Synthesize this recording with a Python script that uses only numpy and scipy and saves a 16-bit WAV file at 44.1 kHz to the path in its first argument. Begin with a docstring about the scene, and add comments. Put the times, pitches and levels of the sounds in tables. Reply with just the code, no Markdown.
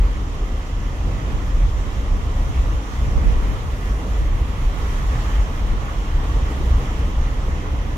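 """Inside a slowly moving car with a window ajar, in a storm wind: the cabin air throbs at two wandering low pitches,
each a sine wave with a weak octave, swelling in surges over a restless idle, with a loose rumble around them.
Five bands of patchy noise make the wind that growls and roars round the body and hisses past the gap.
A lumpy noise draught and short, rough-edged swirls puff mostly on the right microphone port."""
import sys
import numpy as np
from scipy import signal
from scipy.fft import rfft, irfft, next_fast_len
from scipy.io import wavfile
from scipy.ndimage import uniform_filter1d, map_coordinates

SR = 44100
rng = np.random.default_rng(int(sys.argv[2]) if len(sys.argv) > 2 else 0)


def store_wav(level_fs):
    """Save 16-bit WAV to argv[1]."""
    pcm = np.round(np.clip(np.atleast_2d(level_fs), -1, 1) * 32767)
    wavfile.write(sys.argv[1], SR, pcm.T.astype(np.int16))


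N = 351477  # length in samples, about 8 s

# low wind on the car body: start_s [s], growl_db [dB], roar_db [dB]
BODY_WIND = [(0.04, -26.5, -35), (0.12, -33.5, -36), (0.9, -31.5, -37.5), (1.1, -27.5, -33.5),
             (1.8, -30, -36), (2.3, -29.5, -34), (2.75, -30.5, -34.5), (2.88, -40, -37), (3.0, -28, -34.5),
             (3.22, -20.5, -32), (3.36, -28.5, -33), (3.87, -31, -37), (4.05, -29.5, -32.5),
             (4.15, -27.5, -35.5), (4.3, -26.5, -36), (4.9, -30.5, -34.5), (5.06, -26.5, -34.5),
             (5.6, -31.5, -34.5), (6.4, -27, -33.5), (6.52, -30, -33), (6.76, -25.5, -33.5),
             (7.2, -29.5, -34.5), (7.95, -29.5, -34)]
# colour of the air that strikes the port: pitch_hz [Hz], level_db [dB per Hz, relative]
DRAUGHT_COLOUR = [(7, -27), (16, -11), (28, 5), (50, 0.5), (84, -9), (105, -15.5), (260, -19), (350, -23.5),
                  (460, -56), (770, -120)]


def amp(db):
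    """Gain of a level in dB."""
    return 10 ** (np.asarray(db) / 20)


def unit(x):
    """x scaled to an average strength (rms) of 1."""
    return x / np.sqrt(np.mean(x ** 2) + 1e-20)


def along(points, hz):
    """Values read between (Hz, value) points, on a log pitch axis."""
    point_hz, value = np.transpose(points)
    return np.interp(np.log(hz + 1), np.log(point_hz + 1), value)


def curves(rows):
    """One value per sample for each column after the time."""
    start_s, *columns = np.transpose(rows)
    now = np.arange(N) / SR
    return [np.interp(now, start_s, column) for column in columns]


def wobble(rate):
    """A smooth random curve through `rate` random knots a second."""
    coarse = np.arange(0, N + 32, 32)  # worked out at every 32nd sample, then joined by lines
    knots = rng.standard_normal(int(N * rate / SR) + 4)
    smooth = map_coordinates(knots, [coarse * rate / SR])
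    return np.interp(np.arange(N), coarse, smooth)


def filtered(x, response):
    """x with each frequency multiplied by response(hz), which may also shift its phase."""
    m = next_fast_len(N + SR // 2)
    hz = np.fft.rfftfreq(m, 1 / SR)
    return irfft(rfft(x, m) * response(hz), m)[..., :N]


def rush(spectrum, patchy_db, channels=2):
    """Rushing air: unrelated noises of one colour, rms 1, sharing patches of random gain."""
    grains = signal.stft(rng.standard_normal((channels, N)), nperseg=512)[2]
    # smooth the random gains over 8 frequency bins and 10 time frames
    patches = uniform_filter1d(rng.standard_normal(grains.shape[1:]), size=8, axis=0)
    patches = uniform_filter1d(patches, size=10, axis=1)
    noise = signal.istft(grains * amp(patchy_db * unit(patches)), nperseg=512)[1][:, :N]
    return unit(filtered(noise, lambda hz: amp(along(spectrum, hz))))


def across_ports(pair):
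    """Wind reaches the two ports less alike and further apart in phase, broadly, as the pitch rises."""
    # likeness of the ports: pitch_hz [Hz], likeness [0-1]
    likeness = [(60, 0.9), (300, 0.95), (700, 0.58), (1000, 0.55), (1180, 0.32), (1650, 0.74), (2200, 0.32),
                (2700, 0.17), (3200, 0), (4700, 0.2), (8000, 0), (11000, 0.15)]
    # phase by which the left port leads: pitch_hz [Hz], lead_rad [radians]
    left_lead = [(0, 0), (690, -0.09), (1810, 4.5), (3270, 10), (4390, 15), (5080, 15.5), (5940, 21),
                 (8100, 31), (9300, 29), (15200, 29.5)]
    # level of left over right: pitch_hz [Hz], left_over_right_db [dB]
    side_balance = [(90, -0.5), (500, 0), (770, -3), (1100, -4), (1500, -3), (1900, -4), (2740, -1.9),
                    (5000, 0), (6100, -2.5), (7000, 3.5), (8100, 3), (8600, 7), (9200, -0.5), (11500, 3.5),
                    (15000, 7)]

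    def mix_angle(hz):
        return np.arccos(np.clip(along(likeness, hz), 0, 1)) / 2

    def tilt(hz):
        # half of each difference goes to the left; the right gets the opposite half
        half_lead = .5j * np.interp(hz, *np.transpose(left_lead))
        return amp(along(side_balance, hz) / 2) * np.exp(half_lead)

    common, apart = filtered(pair, lambda hz: [np.cos(mix_angle(hz)), np.sin(mix_angle(hz))])
    ports = np.array([common + apart, common - apart])
    return filtered(ports, lambda hz: [tilt(hz), 1 / tilt(hz)])


def wind():
    """Turbulent air growls and roars round the body and hisses past the gap: five bands of noise."""
    # wind past the gap: start_s [s], hiss_db [dB], fizz_db [dB], air_db [dB]
    gap_wind = [(0.04, -38, -51.5, -60), (0.25, -40, -51.5, -61.5), (1.3, -38, -50.5, -59),
                (1.95, -38, -50, -58.5), (2.1, -38.5, -51, -59.5), (2.5, -37.5, -50, -58),
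                (2.9, -38, -50, -58.5), (3.28, -36, -49.5, -57), (3.95, -38, -50.5, -56.5),
                (4.5, -37.5, -52, -58), (4.82, -35.5, -48.5, -55), (5.1, -35, -48, -55.5),
                (5.22, -33.5, -46, -54.5), (5.45, -36.5, -50, -57), (5.8, -37, -51, -58.5),
                (6.63, -35.5, -49, -56), (6.9, -36, -48.5, -56), (7.15, -37.5, -51, -59.5),
                (7.95, -37.5, -52, -59.5)]
    # colour of the growl, the lowest band: pitch_hz [Hz], level_db [dB per Hz, relative]
    growl_colour = [(45, -31), (68, -1), (86, -2.5), (108, -8.5), (122, -8.5), (136, -7.5), (160, -17),
                    (200, -36), (400, -120)]
    # colour of the roar: pitch_hz [Hz], level_db [dB per Hz, relative]
    roar_colour = [(100, -38), (150, -6), (195, 1.2), (230, -2.5), (296, -2), (367, -7.5), (443, -5.5),
                   (563, -8), (655, -12), (900, -16), (1170, -23), (1980, -120)]
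    # colour of the hiss: pitch_hz [Hz], level_db [dB per Hz, relative]
    hiss_colour = [(440, -20), (750, -3), (883, -4), (1120, 0.5), (1520, -5.5), (2010, -6.5), (2260, -10.5),
                   (3160, -10), (4370, -20.5), (4800, -22), (6240, -42), (10600, -120)]
    # colour of the fizz, above the hiss: pitch_hz [Hz], level_db [dB per Hz, relative]
    fizz_colour = [(2530, -33), (4300, -6.5), (5000, -2.5), (5700, 1.4), (6800, -0.2), (7600, -6.5),
                   (8500, -10), (9200, -23.5), (11700, -35), (19800, -120)]
    # colour of the airy top band: pitch_hz [Hz], level_db [dB per Hz, relative]
    air_colour = [(5060, -34), (8600, -5), (9060, -1.5), (10600, -2.5), (12100, -1.5), (15600, -11)]

    growl_db, roar_db = curves(BODY_WIND)
    hiss_db, fizz_db, air_db = curves(gap_wind)
    flutter, flurry = wobble(16), wobble(9.7)  # shared by bands, so they swell together
    roar_db = roar_db + 0.43 * flurry
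    hiss_db = hiss_db + 0.31 * flutter + 0.17 * flurry
    fizz_db = fizz_db + 0.5 * flutter
    air_db = air_db + 0.63 * flutter + 0.74 * wobble(60)

    pair = amp(growl_db) * rush(growl_colour, patchy_db=0.5)
    pair = pair + amp(roar_db) * rush(roar_colour, patchy_db=0.95)
    pair = pair + amp(hiss_db) * rush(hiss_colour, patchy_db=1.02)
    pair = pair + amp(fizz_db) * rush(fizz_colour, patchy_db=1.0)
    pair = pair + amp(air_db) * rush(air_colour, patchy_db=1.1)
    return across_ports(pair)


def port_draught():
    """Air striking the port makes a lumpy low noise."""
    # draught before its share per port: start_s [s], level_db [dB]
    draught_level = [(0, -26.5), (.6, -37), (1.4, -29), (2.7, -29.5), (2.9, -33), (3.3, -19), (3.9, -34.5),
                     (4.3, -29.5), (5.9, -31), (6.9, -33), (7.9, -34)]
    lumps = amp(1.7 * wobble(15))
    noise = rush(DRAUGHT_COLOUR, patchy_db=2.5, channels=1)[0]
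    return amp(curves(draught_level)[0]) * unit(lumps * noise)


def port_puffs():
    """Short eddies strike the port: each is a brief swirl of a cycle or two with a rough edge."""
    # strong puffs before their share per port: peak_s [s], swirl_peak_db [dB], pitch_hz [Hz]
    puff_rows = [(1.168, -18, 50.7), (1.345, -14, 73), (1.676, -14, 69), (1.77, -16.5, 57),
                 (1.989, -23, 74), (2.497, -15, 77), (2.653, -17, 55.1), (2.752, -19, 45.4),
                 (3.086, -15.5, 59), (3.177, -5.5, 54.06), (3.308, -12, 46), (3.439, -18, 46.3),
                 (4.229, -14, 57), (4.363, -20, 41), (5.394, -20, 59)]
    fade_s = 0.015  # time in which a puff falls to 1/e either side of its peak
    roughness = .33  # noise beside a swirl of height 1
    edge = rush(DRAUGHT_COLOUR, patchy_db=2.0, channels=1)[0]
    puffs = np.zeros(N)
    t = np.arange(-SR // 8, SR // 8) / SR  # seconds from the peak
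    swell = np.exp(-(t / fade_s) ** 2)
    phases = rng.uniform(0, 2 * np.pi, len(puff_rows))
    for (peak_s, peak_db, pitch_hz), phase in zip(puff_rows, phases):
        first = round(peak_s * SR) - SR // 8
        span = slice(first, first + len(t))
        swirl = np.sin(2 * np.pi * pitch_hz * t + phase) + roughness * edge[span]
        puffs[span] += amp(peak_db) * swell * swirl
    return puffs


def surging(rows, idle_db):
    """Gain and pitch in Hz of one throb: surges over a restless idle, the pitch gliding from row to row."""
    rise_db_per_s, fall_db_per_s = 140, 159  # how fast a surge builds and dies
    idle_follows, idle_swing_db = 0.85, 2.5  # dB per dB of growl; size of the random swing

    coarse_s = np.arange(0, N + 128, 128) / SR  # the surges are worked out at every 128th sample
    peak_s, peak_db, pitch_hz = np.transpose(rows)
    after_s = coarse_s - peak_s[:, None]
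    slope = np.where(after_s < 0, rise_db_per_s, -fall_db_per_s)
    surge_db = peak_db[:, None] + slope * after_s
    power = np.sum(amp(surge_db) ** 2, axis=0)

    growl_db = curves(BODY_WIND)[0]
    growl_change_db = growl_db - growl_db.mean()
    idle = amp(idle_db + idle_follows * growl_change_db + idle_swing_db * wobble(7.3))
    now = np.arange(N) / SR
    gain = np.sqrt(np.interp(now, coarse_s, power) + idle ** 2)
    return gain, np.interp(now, peak_s, pitch_hz)


def throb(hz, stray, second_db):
    """An unsteady air oscillation of rms 1: eddies push its pitch about, a weak octave rides along."""
    pushed_hz = hz * np.exp(stray * wobble(25))
    turn = 2 * np.pi * np.cumsum(pushed_hz) / SR + rng.uniform(0, 2 * np.pi)
    octave = np.sin(2 * turn + 3 * wobble(6))
    return unit(np.sin(turn) + amp(second_db) * octave)


def cabin():
    """The air in the cabin springs against the gap; it fills both ports alike."""
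    # surges of the cabin air, each on one of two throbs: peak_s [s], peak_db [dB], pitch_hz [Hz]
    surge_rows = [(0.029, -11.5, 38), (0.03, -29, 56.3), (0.2, -23.5, 53.8), (0.26, -22, 36.9),
                  (0.429, -22.5, 32.8), (0.55, -19.5, 37.6), (0.58, -24, 54.84), (0.74, -18.5, 35.24),
                  (0.87, -22, 37.4), (1.03, -20.5, 52), (1.06, -24, 38.1), (1.38, -19, 35.9),
                  (1.431, -24.5, 58.1), (1.56, -15.5, 33.87), (1.64, -14, 33.84), (1.78, -19.5, 35),
                  (1.78, -17.5, 49.54), (2.13, -16, 29.83), (2.0, -19.5, 51.1), (2.27, -22, 63.25),
                  (2.401, -31, 53.6), (2.41, -14.5, 33.3), (2.59, -18.5, 53.34), (2.65, -15, 31.75),
                  (2.76, -20, 34), (2.77, -21, 53.7), (3.03, -17, 55), (3.09, -18.5, 38), (3.18, -23, 64.2),
                  (3.3, -16, 53.1), (3.37, -15.5, 32), (3.42, -21, 55), (3.499, -15, 55.8),
                  (3.76, -23, 36.3), (3.91, -18.5, 52), (4.12, -22, 53.07), (4.21, -13.5, 55),
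                  (4.34, -17.5, 33.8), (4.4, -16.5, 51.85), (4.65, -20, 57.9), (4.669, -15, 32.1),
                  (4.86, -22, 49.7), (4.96, -20, 30.92), (5.1, -17.5, 54.85), (5.21, -19.5, 36.88),
                  (5.35, -20, 33), (5.39, -12.5, 57), (5.56, -28, 30.02), (5.64, -14, 53.73),
                  (5.72, -17.5, 35), (5.83, -23.5, 52), (6.0, -20.5, 32.86), (6.14, -24, 56),
                  (6.16, -15.5, 37), (6.4, -17, 56.13), (6.55, -20.5, 54), (6.72, -12.5, 56.9),
                  (6.77, -22, 31), (6.91, -23, 31), (7.06, -22.5, 36.08), (7.19, -17, 53.7),
                  (7.21, -16.5, 30), (7.35, -26, 54.1), (7.52, -17, 36), (7.52, -22, 57),
                  (7.74, -22.5, 35.84), (7.79, -20, 58.06)]
    # colour of the loose rumble: pitch_hz [Hz], level_db [dB per Hz, relative]
    rumble_colour = [(7.1, -34), (12, 0), (32, 3.5), (48, 8), (63, 2), (108, -12.5), (130, -14), (170, -50),
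                     (290, -120)]
    split_hz = 44  # surges under this pitch ring the deep throb, the others the upper one
    deep_rows = [row for row in surge_rows if row[2] < split_hz]
    upper_rows = [row for row in surge_rows if row[2] >= split_hz]

    deep_gain, deep_hz = surging(deep_rows, idle_db=-27.5)
    upper_gain, upper_hz = surging(upper_rows, idle_db=-30)
    deep = deep_gain * throb(deep_hz, stray=.16, second_db=-39)
    upper = upper_gain * throb(upper_hz, stray=.13, second_db=-22.0)
    # the rumble swells with both throbs, 7 dB under their joint gain
    rumble_gain = amp(-7.0) * np.hypot(deep_gain, upper_gain)
    rumble = rumble_gain * rush(rumble_colour, patchy_db=1.0, channels=1)[0]
    return deep + upper + rumble


def scene():
    """The wind across both ports, the draught and puffs mostly on the right, the cabin air in both."""
    port_share = np.array([[-.12], [.9]])  # left (upside down), right
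    return wind() + (port_draught() + port_puffs()) * port_share + cabin()


def record(dry):
    """The microphone weakens the deepest air and keeps nothing from its band limit up."""
    top_hz, low_corner_hz = 15740, 9
    return filtered(dry, lambda hz: (hz < top_hz) * hz ** 2 / (hz ** 2 + low_corner_hz ** 2))


dry = scene()
out = record(dry)
store_wav(out)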